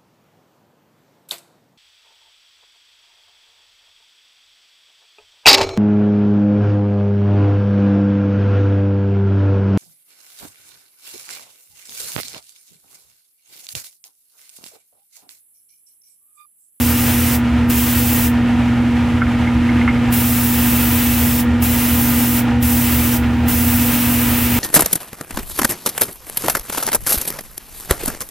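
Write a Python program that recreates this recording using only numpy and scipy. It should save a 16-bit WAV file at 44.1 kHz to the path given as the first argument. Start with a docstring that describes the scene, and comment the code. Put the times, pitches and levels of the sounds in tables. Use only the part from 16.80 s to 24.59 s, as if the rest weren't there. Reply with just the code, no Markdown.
"""Airbrushing at a spray booth

An airbrush paints a model car in six bursts: the jet hisses, paint sizzles, air rushes on the model.
The small booth's fan runs throughout: mains hum, shaft tones, air through the filter, a duct rumble.
In the long pause the plastic stand knocks as it is tilted. Gain control ducks the mix under each burst."""
import sys
import numpy as np
from scipy import signal
from scipy.fft import rfft, irfft, next_fast_len
from scipy.io import wavfile
from scipy.ndimage import uniform_filter1d

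SR = 44100
rng = np.random.default_rng(int(sys.argv[2]) if len(sys.argv) > 2 else 0)


def int16_out(signal):
    """Quantize to a 16-bit WAV file."""
    q = np.round(np.clip(np.atleast_2d(signal).T, -1, 1) * 32767)
    wavfile.write(sys.argv[1], SR, q.astype(np.int16))


N = 343539
TIME = np.arange(N) / SR
FFT_SIZE = next_fast_len(N, True)
BIN_HZ = np.maximum(np.arange(FFT_SIZE // 2 + 1) * SR / FFT_SIZE, 1)
MAINS_HZ = 59.995
# stereo image of the fan's noise: f/Hz, left-right likeness
FAN_LIKENESS = [(30, 0.84), (80, 1), (250, 0.71), (600, 0.99), (2500, 0.93), (5000, .7), (14000, 0.26)]


def from_db(db):
    """Decibels to gain."""
    return 10 ** (np.asarray(db) / 20)


def over_hz(points):
    """Read a table of (f/Hz, value) at every frequency bin."""
    hz, value = np.transpose(points)
    return np.interp(np.log(BIN_HZ), np.log(hz), value)


def rms_one(x):
    """Scale to an rms of 1."""
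    return x / np.sqrt(np.mean(x ** 2) + 1e-20)


def smooth(x, seconds):
    """One-pole lag that starts settled."""
    pole = np.exp(-1 / (seconds * SR))
    return x[0] + signal.lfilter([1 - pole], [1, -pole], x - x[0])


def drift(rate_hz):
    """Smooth random modulation of rms 1, rolling off above rate_hz."""
    hop, run_in = 100, 1000
    pole = np.exp(-2 * np.pi * rate_hz * hop / SR)
    noise = rng.standard_normal(N // hop + run_in + 2)
    slow = signal.lfilter([1], [1, -2 * pole, pole * pole], noise)[run_in:]
    return np.interp(np.arange(N) / hop, np.arange(len(slow)), rms_one(slow))


def turbulence(colour_db, likeness):
    """Stereo noise of a given colour and left-right likeness; rms 1."""
    mid, side = rfft(rng.standard_normal((2, FFT_SIZE)))
    alike = np.clip(over_hz(likeness), 0, 1)
    pair = np.sqrt(1 + alike) * mid + np.sqrt(1 - alike) * side * [[1], [-1]]
    return rms_one(irfft(pair * from_db(colour_db), FFT_SIZE)[:, :N])


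def tone(hz, level_db, slip_s, waver_db):
    """A sine whose timing slips and whose level wavers."""
    phase = 2 * np.pi * (hz * (TIME + slip_s) + rng.random())
    return np.sqrt(2) * from_db(level_db + waver_db * drift(1.84)) * np.sin(phase)


def panned(x, left_db):
    """Lean a sound to the left; negative values lean it right."""
    return x * from_db([[left_db / 2], [-left_db / 2]])


def booth(x, wet_db, t60_s=0.11):
    """Dense, short reflections from the booth walls, different at each ear."""
    t = TIME[:SR // 4]
    echoes = rng.standard_normal((2, len(t))) * from_db(-60 * t / t60_s) * (t > .002)
    echoes /= np.sqrt(np.sum(echoes ** 2, axis=1, keepdims=True))
    wet = signal.fftconvolve(x * np.ones((2, 1)), echoes, axes=1)[:, :N]
    return x + from_db(wet_db) * wet


def motor(shaft_hz=28.28, slip_s=0.00031):
    """The fan's hum is locked to the mains; shaft and bearing tones wander together with the rotor."""
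    # magnetic hum: multiple of the mains, level/dB
    hum_partials = [(2, -24.5), (4, -16), (6, -45), (8, -43.5)]
    # tones of the shaft: multiple of the turn rate, level/dB
    shaft_partials = [(1, -53), (3, -33), (5, -40.5), (7, -43.5), (8, -40), (9, -37.5), (10, -39.5),
                      (11, -40), (13, -52), (14, -51), (15, -48), (16, -54), (18, -51), (20, -56.5),
                      (30, -63), (49, -53), (51, -48), (66, -48)]
    # bearing whine: f/Hz, level/dB
    bearing_tones = [(261.4, -37.5), (289.7, -41), (296.4, -43.5), (318, -42), (331.7, -42.5),
                     (487.9, -41.5), (742.2, -48.5), (799.8, -44), (1422.2, -51), (1777.5, -47.5),
                     (2095, -56)]
    slip = slip_s * drift(.6)
    hum = sum(tone(k * MAINS_HZ, db, slip_s=0, waver_db=0.68) for k, db in hum_partials)
    shaft = sum(tone(k * shaft_hz, db, slip, waver_db=3.5) for k, db in shaft_partials)
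    whine = sum(tone(hz, db, slip, waver_db=3.0) for hz, db in bearing_tones)
    return hum + shaft + whine


def airflow(level_db=-24, gust_db=1.14, flutter_depth=0.055):
    """Air rushes through the resonant duct, fluttering a little with the motor's torque pulses."""
    # colour of air drawn through the filter: f/Hz, level/dB
    air_colour = [(20, -30), (30, -22), (45, -6.5), (100, -5.5), (150, -10), (260, -9), (380, -23.5),
                  (800, -16.5), (1500, -19.5), (2200, -21), (2900, -24.5), (4400, -36.5), (9000, -45),
                  (16000, -53.5)]
    # resonances of booth and duct: f/Hz, width/Hz, gain/dB
    resonances = [(478, 55, 7), (945, 44, 5), (1137, 156, -6), (1219, 37, 7.5), (1363, 105, 2.5),
                  (1474, 82, -4)]
    duct_db = sum(db / (1 + (2 * (BIN_HZ - hz) / width) ** 2) for hz, width, db in resonances)
    rush = turbulence(over_hz(air_colour) + duct_db, FAN_LIKENESS)
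    flutter = 1 + flutter_depth * np.sin(2 * np.pi * 2 * MAINS_HZ * TIME)
    return rush * flutter * from_db(level_db + gust_db * drift(5.6))


def rumble(centre_hz=79.5, width_hz=18.6, levelling_s=0.34):
    """Turbulence booms in the duct's lowest resonance, throbbing at random around a slow swell."""
    # swell of the rumble: t/s, level/dB
    swell = [(0, -22.5), (1.5, -22), (1.8, -25), (2.6, -23), (3.7, -25.5), (4.25, -20.5), (4.9, -21),
             (5.5, -29), (5.75, -22), (6.9, -21.3), (7.3, -27), (7.79, -24)]
    colour_db = -10 * np.log10(1 + (2 * (BIN_HZ - centre_hz) / width_hz) ** 4)
    boom = turbulence(colour_db, FAN_LIKENESS)
    power = uniform_filter1d(np.mean(boom ** 2, axis=0), int(levelling_s * SR))
    swell_db = np.interp(TIME, *np.transpose(swell))
    return boom / np.sqrt(power + 1e-9) * from_db(swell_db)


def stand(chatter=0.24, contact_cutoff_hz=2050):
    """Each knock is a blow and a brief chatter that ring the stand's modes near a favoured pitch."""
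    # knocks: t/s, peak level/dB, favoured f/Hz, spread/octaves, chatter decay/s
    knocks = [(2.418, -7, 1380, 0.21, 0.0018), (2.466, -25, 2150, .3, .004), (2.5044, -24, 1360, .3, .002),
              (2.668, -17.5, 2150, .3, .011), (2.89, -16, 2120, 0.75, 0.0072),
              (3.0132, -14.5, 2120, .6, 0.0078), (3.0773, -5.5, 1750, 1.1, 0.0075),
              (3.096, -17, 2280, .4, 0.0072), (3.1619, -22, 2000, .8, .008)]
    # modes of the plastic stand: f/Hz, level/dB, t60/s
    modes = [(766, -12, .035), (930, -5, 0.037), (1180, -7, .04), (1375, -4, 0.06), (1463, -9, 0.082),
             (1520, -4, 0.05), (1730, 0.5, 0.036), (1870, -11, 0.035), (2060, -8, 0.038),
             (2134, 12.5, 0.041), (2310, -12, 0.028), (2380, -10, 0.033)]
    soft_contact = signal.butter(6, contact_cutoff_hz, fs=SR, output="sos")
    out, t = np.zeros(N), TIME[:SR // 8]
    for start, peak_db, favoured_hz, octaves, chatter_s in knocks:
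        ring = 0
        for hz, mode_db, t60 in modes:
            coupling = 1 / (1 + (np.log2(hz / favoured_hz) / octaves) ** 2)
            ring += coupling * from_db(mode_db - 60 * t / t60) * np.cos(2 * np.pi * hz * t)
        force = chatter * rng.standard_normal(len(t)) * np.exp(-t / chatter_s)
        force[0] = 1   # the blow itself
        knock = signal.fftconvolve(signal.sosfilt(soft_contact, force), ring)[:len(t)]
        at = round(start * SR)
        out[at:at + len(t)] += from_db(peak_db) * knock / np.abs(knock).max()
    return out


def near_reflections(x, count=8, strength=.14, sway_s=.00011):
    """Hands and model reflect the hiss; as they sway, peaks and dips wander through it. Rms 1."""
    out = x
    for delay_s in rng.uniform(.001, .006, count):
        emitted_at = TIME - delay_s - sway_s * drift(0.404)
        out = out + strength * np.array([np.interp(emitted_at, TIME, side) for side in x])
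    return rms_one(out)


def valve(start, end, level_db, crack=.15, crack_s=.022, snap_s=.007, bleed_db_per_s=520):
    """The valve cracks, then snaps fully open; on release the flow dies away."""
    since = TIME - start
    cracking = crack * np.clip(1 + since / crack_s, 0, 1)
    snapping = (1 - crack) * np.clip(since / snap_s, 0, 1) ** 2
    release_db = np.minimum(bleed_db_per_s * np.maximum(TIME - end, 0), 200)
    return (cracking + snapping) * from_db(level_db - release_db)


def passes(grazing_db=-10.5):
    """Envelopes of jet, sizzle and rush: in each burst the jet swings onto the model and off again."""
    # trigger pulls: start/s, end/s, jet level/dB, sizzle/dB re jet, dead-on t/s, rush then/dB re jet
    bursts = [(-.1, 0.556, -18.4, -1, 0.15, -10), (0.894, 1.472, -19, 1, 1.39, -10),
              (3.319, 4.605, -19.5, 1.5, 4.39, -6.5), (4.817, 5.595, -19.5, 2, 5.06, -7.5),
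              (5.82, 6.367, -19.5, 2, 6.17, -8), (6.677, 8.3, -20, 2.5, 7.48, -4.5)]
    # air seeps past the badly seated valve: start/s, end/s, level/dB
    seep = (6.365, 7.4, -50)
    # the paint feed surges and the sizzle flares: t/s, length/s, boost/dB
    surges = [(1.35, .06, 3), (3.898, .06, 2), (4.17, .12, 1)]
    air, paint, on_model = valve(*seep), valve(*seep), 0
    for start, end, jet_db, sizzle_db, dead_on_s, rush_db in bursts:
        flow = valve(start, end, jet_db)
        aim_db = np.interp(TIME, [start, dead_on_s, end], [grazing_db, rush_db, grazing_db])
        air += flow
        paint += flow * from_db(sizzle_db)
        on_model += flow * from_db(aim_db)
    surge_db = sum(db * np.exp(-(2 * (TIME - at) / length) ** 2) for at, length, db in surges)
    return air, paint * from_db(surge_db), on_model


def airbrush(sizzle_above_hz=9900, flicker_db=0.5, sizzle_flicker_db=0.5, hand_waver_db=1.04):
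    """One air flow drives the jet's hiss, the paint's sizzle at the nozzle and the rush on the model."""
    # colour of the jet's hiss: f/Hz, level/dB
    jet_colour = [(500, -22), (1200, -12), (2500, -10), (3500, -8), (4400, -9.5), (5200, -5.5),
                  (6500, -5.5), (8000, -4), (10500, -2.5), (12500, 0.5), (14500, 3), (15600, 3.5),
                  (17000, -2)]
    # colour of air striking the model: f/Hz, level/dB
    rush_colour = [(500, -5.5), (1200, -5), (1900, -2.5), (2300, -2), (2650, 0.5), (3300, -4.5),
                   (4200, -11), (7000, -26)]
    # stereo image of the spray: f/Hz, left-right likeness
    likeness = [(1000, 0.86), (2500, 1), (5000, 0.87), (9000, 0.54), (15000, 0.58)]
    air, paint, on_model = passes()
    jet = near_reflections(turbulence(over_hz(jet_colour), likeness))
    # the finest droplets make the top of the hiss, which swells with the paint feed
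    high_pass = 1 / (1 + (sizzle_above_hz / BIN_HZ) ** 6)
    sizzle = irfft(rfft(jet, FFT_SIZE) * high_pass, FFT_SIZE)[:, :N]
    hiss = air * (jet - sizzle) + paint * sizzle * from_db(sizzle_flicker_db * drift(5.4))
    rush = on_model * turbulence(over_hz(rush_colour), likeness) * from_db(hand_waver_db * drift(3.5))
    return from_db(flicker_db * drift(20)) * (hiss + rush)


def scene():
    """Fan and stand sit slightly to the right, the airbrush in the middle."""
    fan = panned(motor() + airflow() + rumble(), left_db=-0.85)
    knocks = panned(booth(stand(), wet_db=-16), left_db=-2.5)
    spray = booth(airbrush(), wet_db=-12.0)
    return fan + knocks + spray


def record(dry, threshold_db=-30, duck_db_per_db=0.12, follow_s=0.019, cutoff_hz=15800):
    """Gain control keyed by the treble ducks the whole mix a little; a steep low-pass cuts the top."""
    treble = signal.sosfilt(signal.butter(2, 3000, "high", fs=SR, output="sos"), dry)
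    key_db = 10 * np.log10(smooth(np.mean(treble ** 2, axis=0), follow_s) + 1e-12)
    ducked = dry * from_db(-duck_db_per_db * np.maximum(key_db - threshold_db, 0))
    return signal.sosfilt(signal.ellip(12, .1, 80, cutoff_hz, fs=SR, output="sos"), ducked)


dry = scene()
out = record(dry)
int16_out(out)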